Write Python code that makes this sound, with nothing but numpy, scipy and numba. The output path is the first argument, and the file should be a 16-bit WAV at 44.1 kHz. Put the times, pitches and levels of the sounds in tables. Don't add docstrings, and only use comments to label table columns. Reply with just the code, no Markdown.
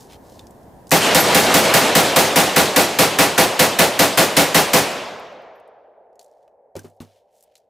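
import sys
import numpy as np
from scipy import signal
from scipy.fft import rfft, irfft, next_fast_len
from scipy.io import wavfile
from scipy.ndimage import uniform_filter1d
from numba import njit

SR = 44100
rng = np.random.default_rng(int(sys.argv[2]) if len(sys.argv) > 2 else 0)


def amplitude_ratio(level_db):
    exponent = np.asarray(level_db, float) / 20
    return 10 ** exponent


def bounce(signal):
    frames = np.transpose(np.atleast_2d(signal))
    limited = np.clip(frames, -1, 1)
    pcm = np.round(limited * 32767).astype(np.int16)
    wavfile.write(sys.argv[1], SR, pcm)


N = 339129


def unit(x):
    return x / np.sqrt(np.mean(x ** 2) + 1e-20)


def along(points, hz):
    f, *columns = np.transpose(points)
    return np.squeeze([np.interp(np.log(hz + 1), np.log(f + 1), column) for column in columns])


def stereo(z, hz, alike):
    angle = np.arccos(np.clip(along(alike, hz), -1, 1))[:, None] / 2
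    mid = z[0] * np.cos(angle)
    side = z[1] * np.sin(angle)
    return signal.istft(np.array([mid + side, mid - side]), nperseg=2 * len(hz) - 2)[1]


def patches(shape, db):
    field = uniform_filter1d(rng.standard_normal(shape), size=8, axis=0)
    field = uniform_filter1d(field, size=6, axis=1)
    return amplitude_ratio(db * unit(field))


def band_noise(size, hz, octaves):
    f = np.fft.rfftfreq(size, 1 / SR) + 1
    hump = 1 / (1 + (np.log2(f / hz) / octaves) ** 2) ** 1.25
    return unit(irfft(rfft(rng.standard_normal(size)) * hump, size))


def add(track, s, sound):
    start = round(s * SR)
    track[..., max(start, 0):start + sound.shape[-1]] += sound[..., max(-start, 0):]


SHOT_TIMES = [(0.9149), (1.1455), (1.345), (1.54), (1.7377), (1.9506), (2.1603), (2.3583), (2.5612),
              (2.7606), (2.987), (3.1862), (3.3783), (3.5923), (3.788), (3.9911), (4.1742), (4.3666),
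              (4.5449), (4.7329)]
# frequency in Hz, relative level in dB.
BLAST_TONE = [(40, -17.5), (100, -1.5), (200, 0), (600, 4.5), (900, 0.5), (1300, -4), (3000, -8.5),
              (7000, -16), (13000, -19.5), (16500, -23)]
# frequency in Hz, relative level in dB.
ROOF_NOTES = [(161.5, -23.5), (220.7, -20.5), (285.3, -20), (511.4, -16.5), (554.5, -35), (656.8, -28),
              (709, -29), (802.1, -19), (1416, -31.5), (1750, -31), (1949, -24.5), (2169, -25.5),
              (2358, -32.5), (2536, -31)]
# frequency in Hz, seconds to fade by 60 dB (on top of a fade shared by all),
# build-up time in seconds, share of the power that repeats from shot to shot (0 to 1).
SHELTER_ECHO = [(100, 0.9, 0.004, 0.98), (370.5, 0.42, 0.0095, 0.3), (700, 0.35, 0.0078, .8),
                (1580, 0.48, 0.0012, 0.2), (3050, 0.18, 0.0029, 0.4), (6000, 0.48, 0.0022, 0.2),
                (12000, 0.29, 0.0015, 0.04)]
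# frequency in Hz, likeness (1 is the same).
ECHO_LIKENESS = [(60, 0.99), (150, 1), (380, 1), (950, 0.91), (2380, 0.91), (5000, 0.82), (9000, 0.8),
                 (15000, 0.85)]


def shelter():
    size = SR // 2
    out = np.zeros((2, N + SR))

    def noise_spectrogram():
        return signal.stft(rng.standard_normal((2, size)), SR, nperseg=128)

    hz, t, same = noise_spectrogram()
    t60, build_up, share = along(SHELTER_ECHO, hz)[:, :, None]
    late = np.clip(t - .055, 0, None)
    shape = amplitude_ratio(-60 * late / t60 - 171 * t) * (1 - np.exp(-t / build_up)) ** 2
    tone = amplitude_ratio(along(BLAST_TONE, np.fft.rfftfreq(2 * size, 1 / SR)))
    age = np.clip(np.arange(size) / SR - .004, 0, None)
    swell = amplitude_ratio(-60 * age / .22) * (1 - np.exp(-age / .004))
    lean = 0.14 * rng.standard_normal((len(ROOF_NOTES), 1, 1)) * [[1], [-1]]
    for s in SHOT_TIMES:
        fresh = noise_spectrogram()[2]
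        mixed = np.sqrt(share) * same + np.sqrt(1 - share) * fresh
        echoes = stereo(shape * mixed, hz, ECHO_LIKENESS)
        blast = irfft(rfft(echoes, 2 * size) * tone)[:, :size]
        blast[:, 0] = 0
        boom = 0
        for k, (f, db) in enumerate(ROOF_NOTES):
            level = (-1) ** k * amplitude_ratio(db + rng.normal(0, 2.1))
            boom = boom + level * np.sin(2 * np.pi * f * age + lean[k])
        add(out, s - .001, blast + swell * boom)
    return out[:, :N]


# frequency in Hz, relative level in dB, seconds to fade by 60 dB.
WOODS_ECHO = [(49.7, -33, 2.3), (125.3, -3.5, 1.5), (288.4, 0.5, 1.23), (610, 2.5, 1.94), (1400, -6, 1.64),
              (2950, -6, 1.18), (6000, -13, 0.94), (9000, -13, 0.6), (12500, -21, 0.69),
              (16000, -27.5, 0.62)]
# frequency in Hz, relative level in dB, seconds to fade by 60 dB.
VALLEY_ECHO = [(100, -45, 4), (250, -26, 2.2), (447, 1, 8), (650, 1, 9), (870, -4, 7), (1170, -22, 5.4),
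               (1700, -26.5, 6.4), (3000, -34, 3.4), (6000, -56.5, 2)]


def far_echo(answer, rise):
    hz, t, z = signal.stft(rng.standard_normal((2, N)), SR, nperseg=512)
    db, t60 = along(answer, hz)[:, :, None]
    power = 0
    for s in SHOT_TIMES:
        age = np.clip(t - s, 0, None)
        power = power + amplitude_ratio(-120 * age / t60) * (1 - np.exp(-age / rise)) ** 2
    echo = z * amplitude_ratio(db) * np.sqrt(power) * patches(power.shape, db=1.18)
    return stereo(echo, hz, ECHO_LIKENESS)[:, :N]


def click(db, hz):
    t = np.arange(SR // 10) / SR
    fade = amplitude_ratio(-60 * t / .028) + 0.75 * amplitude_ratio(-60 * t / 0.004)
    puff = fade * band_noise(len(t), hz, octaves=1.0)
    ring = 0.39 * amplitude_ratio(-60 * t / .04) * band_noise(len(t), hz, octaves=.06)
    return amplitude_ratio(db) * (puff + ring)


# start in seconds, level in dB, strongest frequency in Hz.
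CLICK_ROWS = [(0.3934, -74.5, 3650), (0.469, -82, 5000), (0.5074, -85, 7500), (.631, -94, 5630),
              (0.87, -81, 4940), (.8789, -87, 9000), (0.8938, -77, 6000), (.9084, -57, 6860),
              (5.198, -54, 11500), (5.323, -68, 12000), (5.42, -70, 12000), (5.555, -74, 12500),
              (5.5997, -68, 9000), (5.6765, -69, 8500), (6.13, -79, 5000), (6.1564, -68, 7000),
              (6.4273, -70, 3600), (6.479, -64, 1900), (6.765, -39, 6000), (6.7925, -41.5, 6000),
              (6.9716, -74, 3770), (7.0175, -52, 7000), (7.4076, -58.5, 7200), (7.4265, -53.5, 11590),
              (7.437, -55, 9000), (7.578, -59, 7700)]
# start in seconds, level of the blow in dB,
# strongest frequency of the blow in Hz, seconds for the rattle to fade by 60 dB.
RATTLE_ROWS = [(6.1942, -47.5, 4500, 0.27), (6.7541, -50, 4000, 0.59), (6.8384, -58, 5500, .45),
               (7.0028, -46, 2470, .22), (7.5542, -49.5, 4000, .14)]
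# start in seconds, level in dB, frequency in Hz, seconds to fade by 60 dB.
PING_ROWS = [(.3925, -70, 3570, .03), (1.203, -14, 12440, 0.099), (2.82, -22, 12600, 0.12),
             (5.555, -70, 12400, .12), (6.756, -50, 2350, 0.11), (6.79, -36.5, 1580, 0.045),
             (7.02, -56, 3500, .06)]


def metal():
    out = np.zeros(N + SR)
    t = np.arange(SR // 4) / SR
    for s, db, hz in CLICK_ROWS:
        add(out, s, click(db, hz))
    for s, db, hz, t60 in RATTLE_ROWS:
        add(out, s, click(db, hz))
        scrape = amplitude_ratio(db - 15 - 60 * t / t60) * band_noise(len(t), hz, octaves=1.5)
        add(out, s, scrape)
        chance = rng.standard_normal((8, 3))
        delays = np.cumsum(.016 * np.exp(.15 * chance[:, 0]))
        for late, (_, strength, pitch) in zip(delays, chance):
            tick_db = db - 4 + 2.5 * strength - 60 * late / t60
            tick_hz = min(1.3 * hz * np.exp(.3 * pitch), 13000)
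            add(out, s + late, click(tick_db, tick_hz))
    for s, db, hz, t60 in PING_ROWS:
        onset = 1 - np.exp(-t / 0.00082)
        add(out, s, amplitude_ratio(db - 60 * t / t60) * np.sin(2 * np.pi * hz * t) * onset)
    return out[:N]


# start in seconds, level in dB, starting frequency of the thud in Hz, seconds for the thud to fade by 60 dB.
KNOCK_ROWS = [(6.7536, -20.5, 560, 0.066), (6.7646, -18.5, 371, 0.049), (6.844, -25, 405, 0.056),
              (7.005, -20.5, 250, 0.017)]
# frequency in Hz, level in dB beside the thud,
# seconds to fade by 60 dB.
STOCK_NOTES = [(100, -18.5, 0.29), (158, -13.5, 0.14), (241, -9, 0.16), (720, -32, 0.045), (1116, -31, .07)]
# middle in seconds, length in seconds, level in dB, strongest frequency in Hz.
RUSTLE_ROWS = [(0, 0.23, -86, 4970), (0.126, .12, -84, 2760), (0.341, 0.34, -91, 4470),
               (6.348, .5, -82, 4000), (7.12, .3, -67.5, 2860), (7.385, .2, -70.5, 6860),
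               (7.453, .6, -76.5, 2500)]


def handling():
    out = np.zeros(N + SR)
    t = np.arange(SR // 4) / SR
    for s, db, hz, t60 in KNOCK_ROWS:
        thud = np.sin(2 * np.pi * hz * t * (1 - 2.3 * t)) * amplitude_ratio(-60 * t / t60)
        puff = 0.17 * amplitude_ratio(-60 * t / 0.17) * band_noise(len(t), 330, octaves=1.08)
        notes = 0
        for f, level, life in STOCK_NOTES:
            fade = amplitude_ratio(level + rng.normal(0, 1.7) - 60 * t / life)
            notes = notes + fade * np.sin(2 * np.pi * f * t)
        add(out, s, amplitude_ratio(db) * (thud + notes + puff) * (1 - np.exp(-t / 0.001)))
    for s, length, db, hz in RUSTLE_ROWS:
        size = 2 * round(length * SR / 2)
        grain = amplitude_ratio(2.8 * unit(uniform_filter1d(rng.standard_normal(size), size=120)))
        rub = np.hanning(size) * grain * band_noise(size, hz, octaves=1.2)
        add(out, s - length / 2, amplitude_ratio(db) * rub)
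    return out[:N]


def nearby(x):
    t = np.arange(SR // 10) / SR
    tail = rng.standard_normal((2, len(t))) * amplitude_ratio(-60 * t / .09)
    tail = tail / np.linalg.norm(tail[0])
    return x + amplitude_ratio(-13.0) * signal.fftconvolve(x[None], tail, axes=1)[:, :N]


# frequency in Hz, relative level in dB.
AIR_TONE = [(15, -32.5), (25, 4), (149, -4.5), (641, -8.5), (714, -8), (936, -11.5), (1300, -26.5),
            (1740, -24.5), (2160, -34), (2550, -38), (14000, -43.5), (16000, -47.5)]
# frequency in Hz, likeness (1 is the same).
AIR_LIKENESS = [(60, 0.99), (180, 0.93), (550, 0.8), (1650, 0.46), (4970, 0.23), (15000, 1)]


def air():
    hz, t, z = signal.stft(rng.standard_normal((2, N)), SR, nperseg=1024)
    tone = amplitude_ratio(along(AIR_TONE, hz)[:, None])
    return unit(stereo(z * tone * patches(z.shape[1:], db=0.4), hz, AIR_LIKENESS)[:, :N])


def scene():
    shots = amplitude_ratio(12.0) * shelter()
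    woods = amplitude_ratio(-5) * far_echo(WOODS_ECHO, rise=0.026)
    valley = amplitude_ratio(-27.5) * far_echo(VALLEY_ECHO, rise=0.26)
    close = nearby(handling() + metal())
    return shots + woods + valley + close + amplitude_ratio(-74) * air()


def clipped(x, top, hard):
    return x / (1 + (np.abs(x).max(axis=0) / top) ** hard) ** (1 / hard)


@njit
def gain_control(level_db):
    start_db, lowest_db, top_db = 29.5, -3.0, -13.5
    attack_s, release_s, sink_s = .0004, 0.014, 0.45
    overshoot = .005
    gain_db, slow, fast = np.empty_like(level_db), start_db, 0.0
    for i in range(len(level_db)):
        need = min(0.0, top_db - level_db[i] - slow)
        seconds = attack_s if need < fast else release_s
        fast += (need - fast) / (seconds * SR)
        slow = max(lowest_db, slow + fast / (sink_s * SR))
        gain_db[i] = max(lowest_db, slow + fast - overshoot * fast ** 2)
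    return gain_db


# frequency in Hz,
# gain in dB on the left-minus-right signal.
STEREO_WIDTH = [(60, 1), (300, 2.5), (700, 0), (2500, 0.5), (7000, -4.5), (13000, -8)]


def roll_off(x):
    return signal.sosfilt(signal.butter(12, 16630, fs=SR, output="sos"), x)


def record(dry):
    heard = clipped(dry, 0.7, 1.58)
    power = np.abs(uniform_filter1d(np.mean(heard ** 2, axis=0), size=128))
    level_db = 10 * np.log10(power + 1e-12)
    coming_db = np.maximum(level_db, np.roll(level_db, -round(0.0022 * SR)))
    gain_db = gain_control(coming_db)
    size = next_fast_len(N + SR)
    jf = 1j * np.fft.rfftfreq(size, 1 / SR)
    low_cut = (jf / (jf + 45)) ** 2
    treble_lift = (1 + jf / 2500) / (1 + jf / 5000)
    phase_turn = (700 - jf) / (700 + jf)
    band_limit = 1 / (1 + (jf.imag / 15500) ** 110)
    left, right = rfft(heard * amplitude_ratio(gain_db), size) * low_cut * treble_lift * phase_turn * band_limit
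    mid = (left + right) / 2
    side = (left - right) / 2 * amplitude_ratio(along(STEREO_WIDTH, jf.imag))
    mix = irfft([mid + side, mid - side], size)[:, :N]
    finished = clipped(mix, 1, 5.4)
    return roll_off(finished)


dry = scene()
out = record(dry)
bounce(out)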